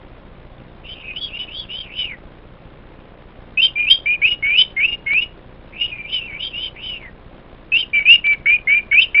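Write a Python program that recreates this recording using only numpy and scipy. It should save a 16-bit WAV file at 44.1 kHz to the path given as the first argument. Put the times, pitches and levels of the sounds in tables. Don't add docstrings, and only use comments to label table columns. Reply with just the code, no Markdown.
import sys
import numpy as np
from scipy import signal
from scipy.fft import rfft, irfft, next_fast_len
from scipy.io import wavfile
from scipy.ndimage import uniform_filter1d, map_coordinates

SR = 44100
rng = np.random.default_rng(int(sys.argv[2]) if len(sys.argv) > 2 else 0)


def put_to_file(sound):
    columns = np.atleast_2d(sound).T
    safe = np.clip(columns, -1, 1)
    whole_steps = np.round(safe * 32767)
    wavfile.write(sys.argv[1], SR, whole_steps.astype(np.int16))


def volts_from_db(level):
    exponent = np.asarray(level, float) / 20
    return 10 ** exponent


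N = 405719
FRAME_HZ = 14.972
RATE_HZ = 8000


def unit(x):
    return x / np.sqrt(np.mean(x ** 2) + 1e-20)


def along(points, hz):
    f, v = np.transpose(points)
    return np.interp(np.log(hz + 1), np.log(f + 1), v)


def wobble(rate):
    knots = rng.standard_normal(int(N * rate / SR) + 4)
    return map_coordinates(knots, [np.arange(N) * rate / SR])


def filtered(x, response):
    m = next_fast_len(N + SR // 2)
    spectrum = rfft(x, m) * response(np.fft.rfftfreq(m, 1 / SR))
    return irfft(spectrum, m)[..., :N]


def sing(kinds, rasp_per_db):
    soft_db = -29
    notes = []
    for rows, shape, scoop_hz, sag_hz, effort_db, dropout_db, rasp_db in kinds:
        share, glide, under_db = np.transpose(shape)
        bend = scoop_hz * (share == share[0]) + sag_hz * (share == share[-1])
        for s, length, from_hz, to_hz, db in rows:
            short_khz = (1 - glide) * abs(to_hz - from_hz) / 1000
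            level = db + under_db - effort_db * short_khz
            hz = from_hz + (to_hz - from_hz) * glide - bend
            rasp = rasp_db - rasp_per_db * (level - soft_db)
            notes.append(np.transpose([s + length * share, hz, level, dropout_db + 0 * hz, rasp]))
    return notes


# share of the length [0-1], share of the glide [0-1], level against the peak in dB.
HELD = [(3.822, .04, 2440, 2420, -21), (4.059, .103, 2350, 2470, -15.5), (7.996, .034, 2265, 2290, -21),
        (8.242, .106, 2350, 2310, -15), (8.459, .111, 2230, 2470, -11.5), (8.673, .125, 2180, 2420, -12),
        (9.146, .085, 2290, 2400, -10.5)]
HELD_SHAPE = [(0, 0, -5), (.1, .01, -2), (.55, .7, 0.2), (.86, .99, -3), (1, .99, -10)]
LEADS = [(4.426, .117, 2180, 2450, -16.5), (7.933, .062, 2364, 2285, -14), (7.72, .055, 2560, 2860, -11.5),
         (8.914, .054, 2200, 2400, -11.5), (3.756, .065, 2370, 2450, -18.5)]
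LEAD_SHAPE = [(0, 0, -7), (.1, .03, -2), (.4, .25, -1), (1, .99, -.1)]
SWEEPS = [(3.574, .037, 2540, 2810, -11), (3.868, .025, 2520, 2840, -15), (4.544, .023, 2500, 2760, -14),
          (4.765, .101, 2120, 2750, -11.5), (5.063, .142, 2160, 2757, -12)]
SWEEP_SHAPE = [(0, 0, -9), (.06, .01, -.5), (.25, .02, 0.3), (.6, .38, -1), (.87, .88, 0.6), (1, .98, -8.5)]
RUSHES = [
    (8.055, .106, 2380, 2880, -2.7),
]
RUSH_SHAPE = [(0, 0, -13), (.2, .2, -10), (.45, .7, 0.16), (.78, .99, -4), (1, .97, -8)]
SURGES = [
    (8.969, .036, 2410, 2780, -2.5),
    (4.218, .051, 2170, 2740, -5.5),
]
SURGE_SHAPE = [(0, 0, -2), (.75, .72, -.1), (1, .99, -9)]
CRESTS = [(3.674, .026, 2800, 2850, -28), (3.9, .034, 3040, 3220, -4), (4.302, .039, 2920, 2870, -15),
          (4.872, .04, 2830, 2810, -21.5), (4.913, .042, 2825, 2820, -22), (5.21, .035, 2860, 2900, -18.5),
          (7.822, .02, 3080, 2830, -21), (9.011, .025, 2900, 3100, -11.5), (9.037, .016, 2600, 2900, -17)]
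CREST_SHAPE = [(0, 0, -9), (.42, .7, 0.7), (.8, .99, -5), (1, .9, -9)]
TOPS = [(3.617, .053, 3020, 3135, -10), (3.937, .027, 3210, 3210, -18), (4.572, .054, 2850, 3065, -8),
        (7.776, .043, 2980, 3120, -18), (4.27, .03, 2740, 2900, -15.5)]
TOP_SHAPE = [(0, 0, -6), (.3, .8, -.1), (.8, .99, -1), (1, .95, -5)]
# notes, shape, onset scoop in Hz, closing sag in Hz, loss in dB per kHz short of the goal,
# dropout in dB, rasp in dB.
LOUD_KINDS = [
    (HELD, HELD_SHAPE, 100, 110, .1, 1.2, -23),
    (LEADS, LEAD_SHAPE, 20, 1, .1, 3, -22),
    (SWEEPS, SWEEP_SHAPE, 25, 1, 11.5, 1.5, -21),
    (RUSHES, RUSH_SHAPE, 5, 70, .1, 1.2, -21),
    (SURGES, SURGE_SHAPE, 5, 1, 20, 1.5, -21),
    (CRESTS, CREST_SHAPE, 5, 1, .1, 3, -21),
    (TOPS, TOP_SHAPE, 5, 10, 12, 1, -20),
]


def loud_chirps():
    return sing(LOUD_KINDS, rasp_per_db=.02)


# share of the length [0-1], share of the glide [0-1], level against the peak in dB.
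ARCHES = [
    (1.328, .122, 2690, 2994, -26.5),
    (6.392, .095, 2830, 3220, -24),
    (6.528, .162, 2690, 3120, -25),
    (.885, .065, 3000, 3110, -35),
]
ARCH_SHAPE = [(0, 0, -9), (.14, .25, -2), (.68, .99, 1.2), (.85, .92, -1), (1, .7, -9)]
CLIMBS = [
    (1.5, .128, 2720, 3430, -30),
    (1.69, .145, 2760, 3200, -27.5),
]
LIFTS = [
    (1.895, .081, 2244, 3050, -30),
    (5.73, .069, 2239, 2780, -31),
    (6.755, .08, 2174, 2980, -33),
    (6.075, .05, 2700, 3040, -25),
]
LIFT_SHAPE = [(0, 0, -16), (.5, .55, -9), (1, .99, -.1)]
FALLS = [(1.21, .065, 3370, 3240, -25), (1.977, .093, 3040, 2740, -22), (5.803, .063, 2850, 2870, -16.5),
         (6.126, .076, 3070, 2790, -20.5), (6.836, .15, 3050, 2680, -27), (1.157, .036, 2950, 3200, -25),
         (1.08, .045, 2550, 2440, -27), (5.918, .033, 2450, 2430, -25.5)]
FALL_SHAPE = [(0, 0, -5), (.25, .01, 0.3), (.75, .6, -3), (1, .99, -9)]
SLIDES = [(2.075, .075, 2590, 1900, -30), (7.005, .09, 2310, 1830, -38), (6.275, .05, 2426, 2200, -30),
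          (6.326, .055, 2200, 2390, -29), (5.985, .04, 2400, 2330, -28), (6.045, .025, 2350, 2390, -28)]
SLIDE_SHAPE = [(0, 0, -4), (.5, .5, -.1), (1, .99, -6)]
MURMURS = [(.845, .039, 2700, 2900, -40), (.955, .07, 2780, 2850, -44), (1.03, .049, 2503, 2600, -37.5),
           (1.48, .019, 2490, 2700, -35), (5.867, .05, 2880, 2850, -42), (5.954, .03, 2430, 2400, -38),
           (6.205, .065, 2720, 2700, -30), (1.63, .025, 3150, 3000, -45), (6.493, .025, 3100, 3000, -41),
           (1.836, .055, 2900, 2350, -43), (1.276, .045, 3100, 2500, -40), (1.128, .026, 2500, 2700, -44)]
MURMUR_SHAPE = [(0, 0, -2), (.3, .3, -.1), (1, .99, -3)]
# notes, shape, onset scoop in Hz, closing sag in Hz, loss in dB per kHz short of the goal,
# dropout in dB, rasp in dB.
WARBLE_KINDS = [
    (ARCHES, ARCH_SHAPE, 50, 5, .1, 2.5, -13.5),
    (CLIMBS, ARCH_SHAPE, 20, 5, 8, 4, -14),
    (LIFTS, LIFT_SHAPE, 5, 1, .1, 4, -10),
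    (FALLS, FALL_SHAPE, 5, 5, .1, 2, -12.5),
    (SLIDES, SLIDE_SHAPE, 5, 5, .1, 2.5, -18),
    (MURMURS, MURMUR_SHAPE, 5, 5, .1, 9, -11.5),
]


def soft_warbles():
    return sing(WARBLE_KINDS, rasp_per_db=0.67)


def voicing(syllables, size):
    t = np.arange(N) / SR
    sounding = sum((t >= rows[0][0]) & (t <= rows[-1][0]) for rows in syllables)
    return uniform_filter1d(1. * sounding, size=size)


# time in seconds, width in ms, depth in dB.
CATCHES = [(1.089, 2, 16), (1.095, 2, 10), (1.262, 2, 14), (1.381, 6, 8), (1.396, 2.5, 10), (1.779, 4, 15),
           (1.799, 6, 24), (2.027, 2.5, 15), (2.038, 6, 11), (2.059, 2.5, 24), (3.847, 3, 12),
           (4.288, 8, 10), (4.861, 2, 11), (4.923, 2, 16), (5.189, 2, 11), (5.839, 2.5, 21),
           (5.856, 2.5, 17), (6.416, 3, 25), (6.425, 2.5, 10), (6.447, 2, 18), (6.457, 2.5, 18),
           (6.465, 4.5, 22), (6.599, 2.5, 18), (6.615, 3, 15), (6.625, 4, 9), (6.676, 3, 17), (7.788, 4, 9),
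           (7.801, 2, 11), (8.136, 2.5, 3.5), (8.149, 2.5, 5)]


def catches():
    t = np.arange(N) / SR
    return volts_from_db(-sum(db * np.exp(-((t - s) * 2000 / ms) ** 2) for s, ms, db in CATCHES))


def bird():
    t = np.arange(N) / SR
    chirps, warbles = loud_chirps(), soft_warbles()
    syllables = sorted(chirps + warbles, key=lambda rows: rows[0][0])
    s, hz, db, dropout_db, rasp_db = np.concatenate(syllables).T
    pitch = uniform_filter1d(np.interp(t, s, hz), size=300) * (1 + .003 * wobble(90))
    turn = 2 * np.pi * np.cumsum(pitch) / SR
    gate = voicing(chirps, size=110) + voicing(warbles, size=900)
    level_db = np.interp(t, s, db)
    high, soft = (pitch - 2450) / 300, (-19 - level_db) / 6
    shaky = np.clip(np.maximum(high, soft), .1, 1)
    stutter_db = -shaky * np.abs(np.interp(t, s, dropout_db)) * np.maximum(wobble(190), 0) ** 2
    smear = wobble(750) * np.sin(turn) + wobble(750) * np.cos(turn)
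    rasp = volts_from_db(np.interp(t, s, rasp_db)) * smear
    return catches() * gate * volts_from_db(level_db + 1.5) * (volts_from_db(stutter_db) * np.sin(turn) + rasp)


# frequency in Hz, time to fall 60 dB in seconds.
ROOM = [
    (1500, .21),
    (3500, .2),
]


def room(x):
    wet, step = np.zeros(N + SR), SR // 4
    for start in range(0, N, step):
        hz, t, z = signal.stft(rng.standard_normal(SR // 2), SR, nperseg=256)
        decay = volts_from_db(-60 * t / along(ROOM, hz)[:, None])
        tail = signal.istft(z * decay, SR, nperseg=256)[1]
        answer = signal.fftconvolve(x[start:start + step], tail / np.linalg.norm(tail))
        wet[start + 200:][:len(answer)] += answer
    return wet[:N]


# time into the frame in ms, size in full scale,
# rise in ms, decay in ms, size scatter as a share.
READOUT = [
    (15.5, -.022, .3, .5, .4),
    (17.2, -.02, 1.2, 4.5, .3),
    (31, .014, .9, 2.2, .35),
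    (48.9, -.04, .3, .5, .9),
    (50.4, -.03, 1.2, 6, .33),
    (63.5, .024, 1.5, 3.5, .3),
]


def readout(jitter_ms=.08):
    buzz, t = np.zeros(N + SR), np.arange(SR // 20) / SR * 1000
    frames = np.arange(int(N / SR * FRAME_HZ) + 1) / FRAME_HZ
    for ms, size, rise, decay, scatter in READOUT:
        chance = rng.standard_normal((len(frames), 2))
        at = ((frames + (ms + jitter_ms * chance[:, 0]) / 1000) * SR).astype(int)
        train = np.bincount(at, size * (1 + scatter * chance[:, 1]), N + SR)
        pulse = np.exp(-t / decay) - np.exp(-t / rise)
        buzz += signal.fftconvolve(train, pulse)[:N + SR]
    return filtered(buzz[:N], lambda hz: 1j * hz / (32 + 1j * hz))


def row_ticks(count=17, apart_ms=1.9):
    halves = np.arange(int(N / SR * FRAME_HZ * 2))[:, None] / FRAME_HZ / 2
    k = np.arange(count)
    uneven = 1 + 0.96 * rng.standard_normal((len(halves), count))
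    sizes = .005 * np.exp(-k / 9) * uneven
    at = ((halves + (1.6 + k * apart_ms) / 1000) * SR).astype(int)
    train = np.bincount(at.ravel(), sizes.ravel(), N)[:N]
    return signal.fftconvolve(train, np.hanning(50), "same")


# frequency in Hz, density in dB per Hz.
HISS = [(71, -26), (120, -0.5), (238, -5.5), (260, -9), (314, -5), (472, -9.5), (613, -9), (660, -11.5),
        (2380, -21.5), (3900, -29), (5070, -60), (8580, -120)]


def hiss():
    noise = unit(filtered(rng.standard_normal(N), lambda hz: volts_from_db(along(HISS, hz))))
    strain = np.cos(8 * np.pi * (FRAME_HZ * np.arange(N) / SR - .01))
    return volts_from_db(-47.5 + 2 * strain + 0.79 * wobble(40)) * noise


def scene():
    voice = bird()
    whistle = voice + volts_from_db(-14.5) * room(voice)
    camera = volts_from_db(2.5) * readout() + row_ticks() + hiss()
    return (whistle + camera)[None]


# time in seconds, depth [0-1].
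SLIPS = [
    (5.135, 1),
    (8.268, 1),
    (8.335, 1),
]


def sampled(x):
    t = np.arange(N) / SR
    lost = sum(depth * np.exp(-((t - s) * RATE_HZ / 0.99) ** 2) for s, depth in SLIPS)
    return filtered(x * (1 - lost), lambda hz: np.sqrt(np.clip((RATE_HZ / 2 + 40 - hz) / 80, 0, 1)))


# frequency in Hz, gain in dB.
UPSAMPLER = [(3500, 2.5), (4000, 0), (4600, -13), (5000, -27.5), (5350, -44.5), (5600, -63.5), (5800, -78),
             (6600, -110)]


def stepped_up(x):
    t = np.arange(N) / SR
    mirrored = x * (1 + 2 * np.cos(2 * np.pi * RATE_HZ * t))
    return filtered(mirrored, lambda hz: volts_from_db(along(UPSAMPLER, hz)))


# low edge in Hz, high edge in Hz, noise against the whistle
# in dB, loss in dB per 100 Hz that the whistle lies outside, most loss in dB.
BANDS = [
    (1410, 2190, -18, 7.5, 21.5),
    (2190, 3074, -14.5, 8.5, 40.5),
    (3080, 3830, -11, 7.5, 38),
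    (3940, 5400, -15.5, 6.5, 55.5),
]


def band_noise(x, squeeze=0.86):
    total = np.zeros(N)
    gaps = np.maximum(wobble(230), 0) ** 2
    for lo, hi, under_db, loss_db, most_db in BANDS:
        def reach(hz):
            outside = np.clip(np.maximum(lo - hz, hz - hi), 0, None)
            return volts_from_db(-np.minimum(loss_db / 100 * outside, most_db)) * (hz > 1300)

        def band(hz):
            return np.clip(np.minimum(hz - lo, hi - hz) / 120 + .5, 0, 1)

        heard = filtered(x, reach)
        size = np.abs(uniform_filter1d(heard ** 2, size=130)) ** (squeeze / 2)
        grit = volts_from_db(2.0 * wobble(60) - 18 * gaps) * rng.standard_normal(N) * np.sqrt(SR / 2 / (hi - lo))
        total += filtered(volts_from_db(under_db - 0.5) * size * grit, band)
    return total


def limited(x):
    power = uniform_filter1d(uniform_filter1d(x ** 2, size=40), size=40)
    swing = np.sqrt(2 * np.abs(power))
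    return np.clip(x / (1 + (swing / 1.08) ** 4) ** .25, -.95, .95)


def roll_off(x):
    return signal.sosfilt(signal.butter(12, 16000, fs=SR, output="sos"), x)


def record(dry):
    x = stepped_up(sampled(dry[0]))
    x = limited(x + band_noise(x))
    return roll_off(x[None])


dry = scene()
out = record(dry)
put_to_file(out)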